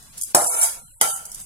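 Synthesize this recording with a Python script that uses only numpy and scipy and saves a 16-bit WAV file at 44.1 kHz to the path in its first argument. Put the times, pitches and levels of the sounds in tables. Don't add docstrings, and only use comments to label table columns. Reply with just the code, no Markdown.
import sys
import numpy as np
from scipy import signal
from scipy.fft import rfft, irfft
from scipy.io import wavfile
from scipy.ndimage import uniform_filter1d

SR = 44100
rng = np.random.default_rng(int(sys.argv[2]) if len(sys.argv) > 2 else 0)


def wav_out(sig):
    wavfile.write(sys.argv[1], SR, np.round(np.clip(np.atleast_2d(sig).T, -1, 1) * 32767).astype(np.int16))


def decibels_to_gain(level_db):
    exponent = np.asarray(level_db, float) / 20
    return 10 ** exponent


N = 63945
REGRIP_S = 1.0
BURST_SIZE = SR // 2
ROOM_T60_S = 0.34
MODE_SPLIT = 0.022


def unit(x):
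    return x / np.sqrt(np.mean(x ** 2) + 1e-20)


def at_hz(points, hz):
    p = np.array(points)
    return np.interp(np.log(np.maximum(hz, 1)), np.log(p[:, 0]), p[:, 1])


def above(x, hz):
    return signal.sosfilt(signal.butter(4, hz, "high", fs=SR, output="sos"), x)


def add(out, x, s, pan_db):
    i = int(s * SR)
    out[:, i:i + x.shape[1]] += (x * decibels_to_gain([[pan_db / 2], [-pan_db / 2]]))[:, :N - i]


# frequency in Hz, likeness from -1 to 1.
PORT_LIKENESS = [(30, 0.94), (70, -0.49), (130, 1), (300, 0.7), (700, 0.4), (1400, -0.019), (3000, 0.031)]


def noise(spectrum, size):
    hz = np.arange(size // 2 + 1) * SR / size
    mid, side = rfft(rng.standard_normal((2, size))) * decibels_to_gain(at_hz(spectrum, hz)) * (hz > 15)
    alike = np.clip(at_hz(PORT_LIKENESS, hz), -1, 1)
    return unit(irfft(np.sqrt(1 + alike) * mid + np.sqrt(1 - alike) * side * [[1], [-1]], size))


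def dying(t60_s, size, rise_s=0.00052):
    t = np.arange(size) / SR
    return (1 - np.exp(-t / rise_s)) ** 2 * decibels_to_gain(-60 * t / t60_s)


def contact(spectrum, t60_s):
    room = decibels_to_gain(-12) * dying(ROOM_T60_S, BURST_SIZE, 0.00053)
    return noise(spectrum, BURST_SIZE) * (dying(t60_s, BURST_SIZE) + room)


def modes(table, split=0., size=BURST_SIZE):
    hz, db, t60_s = np.repeat(np.array(table), 5, axis=0).T[:, :, None]
    t = np.arange(size) / SR
    level_chance, phase_chance, pitch_chance = rng.standard_normal((3, 2, len(hz), 1))
    spread = np.tile(np.linspace(-1.3, 1.3, 5), len(table))[:, None] + 0.25 * pitch_chance[0]
    lag_s = 0.0003037 * np.array([1, 0])[:, None, None]
    phase = 2 * np.pi * hz * (1 + split * spread) * (t - lag_s) + 0.92 * phase_chance
    level = decibels_to_gain(db - 12 + 2.26 * level_chance - 60 * t / t60_s)
    return -np.sum(level * np.sin(phase), axis=1) * (1 - np.exp(-t / 0.0002))


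def peaks(table):
    return [(hz, db, 5.0 / max(width_hz, 40)) for hz, width_hz, db in table]


# start in seconds, crack in dB, pan ring in dB, left-right in dB.
KNOCKS = [
    (0.3474, 17.5, 5.5, -2),
    (1.0123, 14.5, 6, -2.5),
]
# frequency in Hz, density in dB per Hz.
CRACK_COLOURS = [
    [(59, -74.5), (100, -9.5), (804, 6.5), (3000, -10), (6060, -0.5), (7640, 6), (9430, 3.5), (10300, 4.5),
     (15300, -18)],
    [(59, -55), (100, -27.5), (912, -8.5), (2670, -17.5), (3290, -10), (3980, -15.5), (6320, -6.5),
     (10700, -1.5), (15300, -22.5)],
]
# frequency in Hz, level in dB, t60 in seconds.
PAN_LEVEL = [(187, -20.5, 0.092), (310.2, -12.5, 0.39), (354, 3.5, 0.036), (500, -13.5, 0.7),
             (611.7, 2, 0.34), (692, 4, 0.31), (792, -5, 0.52), (821.5, 6, 0.21), (928, -9, 0.81),
             (1052, -4, 0.31), (1232, -16.5, 0.62), (1236, -4.5, 0.37), (1410, -9.5, 0.21),
             (1690, -38.5, 0.45)]
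# frequency in Hz, level in dB, t60 in seconds.
PAN_TIPPED = [(317, -56, 0.042), (479, -16, 0.28), (647, -8, 0.24), (637, -17.5, 0.49), (784, -13, 0.42),
              (860, -6.5, 0.34), (924, -24, 0.081), (936, -16.5, 0.44), (1339, -2, 0.396),
              (1487, -19.5, 0.6), (1985, 1, 0.11), (3038, -14.5, 0.43), (3114, -14, 0.41),
              (4250, -26, 0.22)]
# frequency in Hz, width in Hz, level in dB.
RIM_RINGS = [
    [(4390, 41, -11.5), (4890, 42, -11.5), (5196, 17, -6.5), (5330, 78, -3), (6650, 118, -3.5),
     (7900, 120, -0.5), (8597, 150, 0.5), (10480, 87, -0.5), (11620, 91, 5.5), (12200, 75, -9),
     (13000, 42, -17.5), (14270, 8, -16), (14900, 27, -9.5)],
    [(3145, 59, -20.5), (3690, 39, -31), (3920, 36, -40), (4730, 220, -3.5), (6110, 46, -11),
     (7900, 310, -2), (8840, 85, -17), (9070, 100, -1), (10380, 93, 3), (11960, 31, -10.5), (12050, 120, 4),
     (13000, 66, -14.5), (13360, 97, -12)],
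]
# frequency in Hz, level in dB, t60 in seconds.
HANDLE_JOLT = [(108, -44, 0.059), (153.5, -18, 0.4), (191, -17, 0.017), (249, -12.5, 0.2)]
JOLT_DB = [-14.5, -16.5]


def knocks():
    out = np.zeros((2, N))
    bodies = [PAN_LEVEL, PAN_TIPPED]
    for knock, colour, body, rim, jolt_db in zip(KNOCKS, CRACK_COLOURS, bodies, RIM_RINGS, JOLT_DB):
        s, crack_db, ring_db, pan_db = knock
        crack = contact(colour, 0.021) + decibels_to_gain(-5.5) * modes(peaks(rim), 0.006)
        ring = modes(body, MODE_SPLIT)
        jolt = modes(HANDLE_JOLT, 0.069)
        hit = decibels_to_gain(crack_db - 12.5) * crack + decibels_to_gain(ring_db - 15.5) * ring + decibels_to_gain(jolt_db) * jolt
        add(out, hit, s, pan_db)
    return above(out, 77)


def through(clicks, response):
    response = unit(response) / np.sqrt(response.shape[1])
    return signal.fftconvolve(clicks[None], response, axes=1)[:, :N]


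# frequency in Hz, density in dB per Hz.
GRAIN_COLOUR = [(880, -24), (1500, -14.5), (2280, -18), (2740, -17), (3700, -16), (4160, -16.5),
                (4680, -12.5), (9980, -1), (15300, -20)]


def slide(rows, body, shimmer):
    s, db, low_db = np.transpose(rows)
    t = np.arange(N) / SR
    grains_per_s, grain_spread_db, clump_db = 2000, 3.5, 2
    clump = uniform_filter1d(uniform_filter1d(rng.standard_normal(N), size=150), size=150)
    sizes = decibels_to_gain(grain_spread_db * np.minimum(rng.exponential(1, N), 4)) * rng.choice([-1, 1], N)
    clicks = unit(sizes * (rng.random(N) < grains_per_s / SR) * decibels_to_gain(clump_db * unit(clump)))
    clicks = clicks * decibels_to_gain(np.interp(t, s, db)) * (t > s[0]) * (t < s[-1])
    dealt = rng.integers(0, 4, N)
    out = sum(through(clicks * (dealt == k), contact(GRAIN_COLOUR, 0.011)) for k in range(4))
    out = out + decibels_to_gain(-1) * through(clicks, modes(peaks(shimmer), 0.0046, size=SR // 4))
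    out = out + through(clicks * decibels_to_gain(np.interp(t, s, low_db)), modes(body, MODE_SPLIT))
    return out * decibels_to_gain([[-1], [1]])


# time in seconds, rattle in dB, share in the pan's low modes in dB.
SLIDES = [
    [(0.35, -14, 6.5), (0.40, -22.5, -33.5), (0.47, -18.5, -18), (0.51, -26, -6.5), (0.58, -21.5, -9),
     (0.63, -15, -16), (0.67, -32.5, -10), (0.72, -45, -7), (0.78, -59.5, 14)],
    [(1.015, -10.5, -16.5), (1.05, -27, 5), (1.10, -22.5, -50), (1.14, -30, -16), (1.18, -51, -10),
     (1.23, -44, -1.5)],
    [(0.17, -40.5, -20.5), (0.19, -41, -26.5), (0.23, -37, -46), (0.27, -49.5, -38), (0.31, -42, -23)],
    [(1.26, -45, -4.5), (1.34, -44.5, -18), (1.41, -37.5, -30), (1.449, -62, -47)],
]
# frequency in Hz, level in dB, t60 in seconds.
PAN_SLIDING = [(476, -5, 0.13), (544, -4, 0.064), (631, -2, 0.33), (710.3, 5, 0.092), (795, -4, 0.46),
               (882, 3.5, 0.17), (965, 0.5, 0.12), (1135, -2.5, 0.05), (1370, 1, 0.54), (2180, -4.5, 0.013),
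               (2284, 1, 0.093), (3090, -10, 0.17), (3790, -4.5, 0.064)]
# frequency in Hz, width in Hz, level in dB.
SHIMMER_LEVEL = [(3290, 62, -22.5), (3615, 78, -13.5), (4630, 78, -27), (4960, 51, -24), (5675, 38, -7.5),
                 (6120, 42, -17), (6640, 38, -24), (7480, 16, -5.5), (8700, 31, 3.5), (9630, 32, -2),
                 (10540, 25, -6), (10350, 41, -9.5), (11000, 78, -8.5), (11200, 160, -7.5)]
# frequency in Hz, width in Hz, level in dB.
SHIMMER_TIPPED = [(3120, 52, -13), (3636, 40, -8), (4650, 120, -2), (7120, 92, -22), (6860, 37, 1.5),
                  (7900, 26, -9), (7900, 56, 3.5), (8340, 53, 12), (10040, 48, -16.5), (10600, 55, -27),
                  (11600, 71, -8.5), (11800, 110, -4)]


def slides():
    out = np.zeros((2, N))
    for rows in SLIDES:
        shimmer = SHIMMER_LEVEL if rows[0][0] < REGRIP_S else SHIMMER_TIPPED
        out = out + slide(rows, PAN_SLIDING, shimmer)
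    return above(out, 366)


# frequency in Hz, width in Hz, depth from 0 to 1.
RADIATION_DIPS = [
    [(3600, 200, .6), (4300, 150, .5), (5800, 250, .9), (7080, 300, .92), (8350, 200, .5), (12000, 300, .8),
     (13500, 300, .7)],
    [(3484, 150, .8), (4216, 300, .97), (5530, 350, .97), (7120, 300, .92), (8550, 200, .5),
     (11300, 300, .6), (12800, 300, .8), (14200, 400, .8)],
]


def radiate(x, dips):
    for hz, width_hz, depth in dips:
        notched = signal.lfilter(*signal.iirnotch(hz, hz / width_hz, SR), x)
        x = x + np.clip(depth, 0, 1) * (notched - x)
    return x


# start in seconds, peak in dB, pitch in Hz, left-right in dB, burst t60 in seconds.
TICKS = [(0.0264, -33, 9600, -6, 0.023), (0.1778, -20.5, 7000, -2.5, 0.072),
         (0.2120, -12, 9160, 0.5, 0.019), (0.221, -9.5, 8700, -5, 0.0071), (0.2345, -10, 8700, 6, 0.016),
         (0.4445, -6.5, 9400, 3, .015), (0.4670, -7, 10500, -4.5, 0.017), (0.6173, -8.5, 10000, 4, .012),
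         (0.7185, -25.5, 8700, 2, .01), (1.1032, -10, 8370, -4, 0.02), (1.162, -14.5, 8600, 6.5, 0.023),
         (1.253, -16, 9110, -2, 0.027), (1.3164, -17.5, 8000, -2.5, 0.015),
         (1.3457, -14.5, 8700, -2, 0.013), (1.3999, -21, 6700, 0, 0.0099), (1.416, -25.5, 9190, -5, 0.0073)]


def ticks():
    out = np.zeros((2, N))
    t = np.arange(BURST_SIZE) / SR
    room = decibels_to_gain(-13) * dying(ROOM_T60_S, BURST_SIZE, 0.005)
    for s, db, hz, pan_db, t60_s in TICKS:
        burst = dying(0.85, BURST_SIZE) * decibels_to_gain(-60 * np.maximum(t - 0.0035, 0) / t60_s)
        echo = decibels_to_gain(-13) * np.roll(burst, int(0.0097 * SR))
        grain = noise(GRAIN_COLOUR, BURST_SIZE) * (burst + echo + room)
        grain = grain + modes([(hz, -4, 0.015)], 0.017)
        add(out, decibels_to_gain(db - 11.5) * grain, s - 0.0006, pan_db)
    return above(out, 3750)


# frequency in Hz, density in dB per Hz.
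FLOOR_COLOUR = [(20, 10.5), (160, 1.5), (330, -10.5), (1050, -7.5), (1900, -10.5), (5000, -6), (9500, -4.5),
                (15300, -16)]


def kitchen_floor():
    return decibels_to_gain(-46.5) * noise(FLOOR_COLOUR, N + 1)[:, :N]


# frequency in Hz, left-right in dB.
PORT_BALANCE = [(60, 0), (150, -1.5), (500, -1.5), (1200, 4), (2500, 7), (5000, 0), (9000, 1), (13000, -2)]


def ports(x):
    tilt_db = at_hz(PORT_BALANCE, np.arange(N // 2 + 1) * SR / N) / 2
    return irfft(rfft(x) * decibels_to_gain([tilt_db, -tilt_db]), N)


def scene():
    pan = slides() + knocks()
    level, tipped = [radiate(pan, dips) for dips in RADIATION_DIPS]
    pan = np.where(np.arange(N) < REGRIP_S * SR, level, tipped)
    return ports(pan + ticks() + kitchen_floor())


# time in seconds, reach in dB.
REACH = [(0.0, 9), (0.04, 7.5), (0.125, -0.5), (0.16, 67), (0.21, 19.5), (0.245, 9.5), (0.30, 19),
         (0.45, 14), (0.495, 6.5), (0.55, 16), (0.65, 17.5), (0.76, 21.5), (0.85, -3.5), (0.995, -8),
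         (1.015, 28.5), (1.09, 17), (1.13, 6), (1.18, 19), (1.30, 16), (1.40, 28.5), (1.44, 10)]
# frequency in Hz, extra in dB.
REACH_BY_PITCH = [(150, 9), (450, 0), (1000, 2), (2500, -3.5), (4300, -5), (5700, -6.5), (8000, 10.5),
                  (13000, 14), (15000, 4.5)]


def mute_weak_bands(x):
    jitter_db, knee_db, dip_mute_db = 6, 1.0, 9
    hz, t, z = signal.stft(x, SR, nperseg=1024, noverlap=768)
    band = np.unique((np.sqrt(hz) / 1.2).astype(int), return_inverse=True)[1]
    power = uniform_filter1d(np.mean(np.abs(z) ** 2, axis=0), size=3, axis=1) + 1e-16
    level = 10 * np.log10([power[band == k].mean(axis=0) for k in range(band.max() + 1)])
    jitter = jitter_db * unit(uniform_filter1d(rng.standard_normal(level.shape), size=16, axis=1))
    bright = 10 * np.log10(power[(hz > 7000) & (hz < 12000)].mean(axis=0))
    reach = np.interp(t, *np.transpose(REACH)) + at_hz(REACH_BY_PITCH, hz)[:, None]
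    over = (level + jitter)[band] - bright + reach
    for dips, held in zip(RADIATION_DIPS, [t < REGRIP_S, t >= REGRIP_S]):
        dip = sum(depth * (np.abs(hz - at) < width_hz / 3) for at, width_hz, depth in dips)
        over -= dip_mute_db * dip[:, None] * held
    over[(hz > 7400) & (hz < 11500)] = 20
    gate = 0.5 + 0.5 * np.tanh(over / knee_db)
    return signal.istft(z * gate, SR, nperseg=1024, noverlap=768)[1][:, :N]


def limiter_db():
    t = np.arange(N) / SR
    gain_db = np.zeros(N)
    for s, *_ in KNOCKS:
        since = np.maximum(t - s, 0)
        slow_db = -2.5 * np.exp(-since / 0.22)
        fast_db = -5 * np.exp(-since / 0.086)
        gain_db += (t > s - 0.02) * (slow_db + fast_db)
    return uniform_filter1d(gain_db, size=300)


def low_pass(x):
    return signal.sosfilt(signal.butter(12, 15460, fs=SR, output="sos"), x)


def record(dry):
    limited = dry * decibels_to_gain(limiter_db())
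    mix = np.clip(mute_weak_bands(limited), -1, 1)
    return low_pass(mix)


dry = scene()
out = record(dry)
wav_out(out)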